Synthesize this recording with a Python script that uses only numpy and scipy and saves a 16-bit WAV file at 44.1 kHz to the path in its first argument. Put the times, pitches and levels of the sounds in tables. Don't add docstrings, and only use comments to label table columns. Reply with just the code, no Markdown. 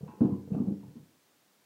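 import sys
import numpy as np
from scipy import signal
from scipy.fft import rfft, irfft
from scipy.io import wavfile

SR = 44100
rng = np.random.default_rng(int(sys.argv[2]) if len(sys.argv) > 2 else 0)


def generate_wav(signal):
    frames = np.transpose(np.atleast_2d(signal))
    scaled = np.clip(frames, -1, 1) * 32767
    pcm = np.round(scaled).astype(np.int16)
    wavfile.write(sys.argv[1], SR, pcm)


N = 72765

# (frequency [Hz], spectral density [dB])
HISS_SPECTRUM = [(20, 3), (55, -16.5), (100, -12.5), (190, -3.5), (420, -7), (750, -9.5), (1330, -11.5),
                 (2760, -14.5), (6000, -16), (11000, -20), (15500, -18)]
# (frequency [Hz], t60 [s])
ROOM_DECAY = [(100, 0.55), (300, .4), (1000, 0.36), (4000, 0.33)]
# (frequency [Hz], relative level [dB], t60 [s])
BOOM_MODES = [(93.9, -17.5, 0.69), (129.6, -17, 0.31), (154.2, -9.5, .32), (200.7, -19.5, .47),
              (225.3, -8.5, 0.09), (250.9, -23, 0.51), (288.7, -22, 0.79), (311.3, -11, .28),
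              (367, -11.5, .5), (435.4, -7.5, 0.36), (484, -10, 0.12)]
# (time [s], length [s], level [dB], start pitch [Hz], end pitch [Hz])
RIM_SKIDS = [(.25, 0.026, -47.5, 767, 664), (.300, 0.059, -58.5, 1017, 1020),
             (.575, 0.021, -60, 1030, 1240), (.595, .085, -63.5, 916, 790), (.827, 0.026, -64, 944, 825),
             (1.041, 0.13, -73, 284, 294.3)]
# (frequency [Hz], relative level [dB], t60 [s])
CAN_MODES = [(855.4, -11, 0.94), (970, -6, 0.31), (1007, -8.5, 0.15), (1072, -14, 0.7), (1230, -18, 0.11),
             (1297, -18, .18), (1455, -17.5, .15), (1570, -17, 0.13), (1860, -23.5, .14),
             (2328, -24.5, .12), (2570, -20, .15), (2663, -19.5, 0.14), (2760, -28, 0.24)]
# (time [s], level [dB], brightness [dB], share of the free ring time [0-1])
CAN_CONTACTS = [(.079, -46, -3.5, .75), (.112, -53, 0, 0.94), (.206, -40.5, -9.5, 0.32),
                (.254, -41.5, -11, 0.28), (0.533, -63.5, 18, 0.5), (.547, -57.5, -5, .45),
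                (.596, -51.5, -4, 0.1), (.828, -63, -5, 0.4), (.954, -65, -8, 0.47)]
# (frequency [Hz], spectral density [dB])
KNOCK_SPECTRUM = [(40, -23.5), (90, -19.5), (200, -19.5), (330, 2.5), (450, 12.5), (600, -1), (780, -2.5),
                  (950, -9.5), (1300, -19), (2000, -38), (3000, -36.5), (6000, -47), (16000, -63)]
# (time [s], thud level [dB], thud pitch [Hz], knock level [dB])
CAN_LANDINGS = [(0.0066, -46, 141, -55), (0.0295, -34, 170.8, -50), (0.0609, -51, 166, -55),
                (0.0864, -42.5, 228, -53), (0.1324, -51.5, 321, -59), (0.1764, -51.5, 196.5, -57.5),
                (0.2065, -20, 185.5, -34.5), (0.2166, -13.5, 243.9, -40.5), (0.2307, -22.5, 290.6, -41),
                (0.2466, -18.5, 200.2, -42.5), (0.2555, -20, 241, -48), (0.2703, -40.5, 227, -59),
                (0.3006, -27.5, 309.7, -52.5), (0.3208, -24.5, 167.5, -51), (0.3306, -28.5, 169.7, -53.5),
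                (0.3511, -36.5, 318.5, -56), (0.3786, -41, 166.6, -59.5), (0.4032, -44.5, 291, -75),
                (0.4721, -44.5, 158, -54.5), (0.5032, -38, 218, -49.5), (0.5168, -24.5, 186.3, -49),
                (0.534, -41.5, 281.7, -44.5), (0.5448, -26.5, 178, -39.5), (0.5635, -27.5, 257.7, -59.5),
                (0.577, -29, 219, -51.5), (0.6012, -20.5, 223.5, -45.5), (0.6179, -24, 246.8, -53),
                (0.6356, -26.5, 231.5, -53), (0.6557, -35, 236, -52.5), (0.672, -26, 209.3, -49.5),
                (0.6823, -26, 194.4, -53), (0.7054, -32, 286.5, -60), (0.717, -27.5, 204.5, -59.5),
                (0.7427, -40.5, 313.2, -73), (0.7984, -45, 186, -64.5), (0.8287, -47, 150, -60.5),
                (0.8468, -46, 150.3, -82), (0.877, -44.5, 141, -67), (0.9045, -48.5, 172, -67.5),
                (0.9541, -44.5, 268, -66), (0.9661, -39, 236, -65), (0.9967, -51, 152, -71),
                (1.0263, -50, 172, -82)]


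def amp(db):
    return 10 ** (np.asarray(db) / 20)


def curve_at(points, hz):
    table_hz, values = np.transpose(points)
    return np.interp(np.log(hz + 1), np.log(table_hz + 1), values)


def add(mix, start_s, sound):
    part = mix[max(round(start_s * SR), 0):][:len(sound)]
    part += sound[:len(part)]


def noise(spectrum):
    gain = amp(curve_at(spectrum, np.fft.rfftfreq(N, 1 / SR)))
    coloured = irfft(rfft(rng.standard_normal(N)) * gain, N)
    return coloured / coloured.std()


def strike(t, rise_s, t60_s):
    shape = (1 - np.exp(-t / rise_s)) * amp(-60 * t / t60_s)
    return shape / shape.max()


def hiss(level_db=-67.5):
    return amp(level_db) * noise(HISS_SPECTRUM)


def room(sound, build_up_s=0.017):
    hz, t, bands = signal.stft(rng.standard_normal(SR), SR, nperseg=512)
    decay = amp(-60 * t / curve_at(ROOM_DECAY, hz)[:, None])
    _, tail = signal.istft(bands * decay, SR, nperseg=512)
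    tail *= np.minimum(np.arange(len(tail)) / SR / build_up_s, 1)
    return signal.fftconvolve(sound, tail / np.linalg.norm(tail))[:N]


def boom(thud, gain_db=-42.5):
    t = np.arange(SR) / SR
    ring = sum(amp(db - 60 * t / t60) * np.sin(2 * np.pi * hz * t) for hz, db, t60 in BOOM_MODES)
    return amp(gain_db) * signal.fftconvolve(thud, ring)[:N]


def skids(slips_per_s=400, width_hz=120, fade_s=0.0087):
    out = np.zeros(N)
    pole = np.exp(-np.pi * width_hz / SR)
    for start_s, length_s, db, start_hz, end_hz in RIM_SKIDS:
        t = np.arange(0, length_s, 1 / SR)
        chance, size = rng.random((2, N))[:, :len(t)]
        slips = (chance < slips_per_s / SR) * (0.5 + size)
        pitch_hz = np.linspace(start_hz, end_hz, len(t))
        carrier = np.exp(2j * np.pi * np.cumsum(pitch_hz) / SR)
        smoothed = signal.lfilter([(1 - pole) ** 2], [1, -2 * pole, pole * pole], slips / carrier)
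        ring = (carrier * smoothed).real
        fade = np.clip(np.minimum(t, length_s - t) / fade_s, 0, 1)
        add(out, start_s, amp(db) * fade * ring / (ring.std() + 1e-12))
    return out


def clinks():
    t, out = np.arange(SR) / SR, np.zeros(N)
    lowest_hz, highest_hz = CAN_MODES[0][0], CAN_MODES[-1][0]
    for start_s, level_db, bright_db, ring_share in CAN_CONTACTS:
        for hz, mode_db, t60 in CAN_MODES:
            tilt_db = bright_db * np.log(hz / lowest_hz) / np.log(highest_hz / lowest_hz)
            ring = strike(t, rise_s=0.001, t60_s=t60 * ring_share) * np.sin(2 * np.pi * hz * t)
            add(out, start_s, amp(level_db + mode_db + tilt_db) * ring)
    return out


def knocks():
    t, power = np.arange(SR // 4) / SR, np.zeros(N)
    envelope = strike(t, rise_s=0.0033, t60_s=0.12)
    for start_s, _, _, db in CAN_LANDINGS:
        add(power, start_s, (amp(db) * envelope) ** 2)
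    return np.sqrt(power) * noise(KNOCK_SPECTRUM)


def thuds():
    t, out = np.arange(SR // 4) / SR, np.zeros(N)
    envelope = strike(t, rise_s=0.0022, t60_s=0.062)
    for start_s, db, hz, _ in CAN_LANDINGS:
        add(out, start_s, -amp(db) * envelope * np.sin(2 * np.pi * hz * t))
    return out


def scene():
    thud, knock, metal = thuds(), knocks(), clinks() + skids()
    reflections = room(amp(-15) * thud + amp(-4) * (knock + metal))
    return (thud + boom(thud) + knock + metal + reflections + hiss())[None]


def record(dry, low_cut_hz=76, high_cut_hz=15850):
    low_cut = signal.butter(4, low_cut_hz, "high", fs=SR, output="sos")
    high_cut = signal.firwin(511, high_cut_hz, window=("kaiser", 9), fs=SR)
    return signal.oaconvolve(signal.sosfilt(low_cut, dry), high_cut[None], "same")


dry = scene()
out = record(dry)
generate_wav(out)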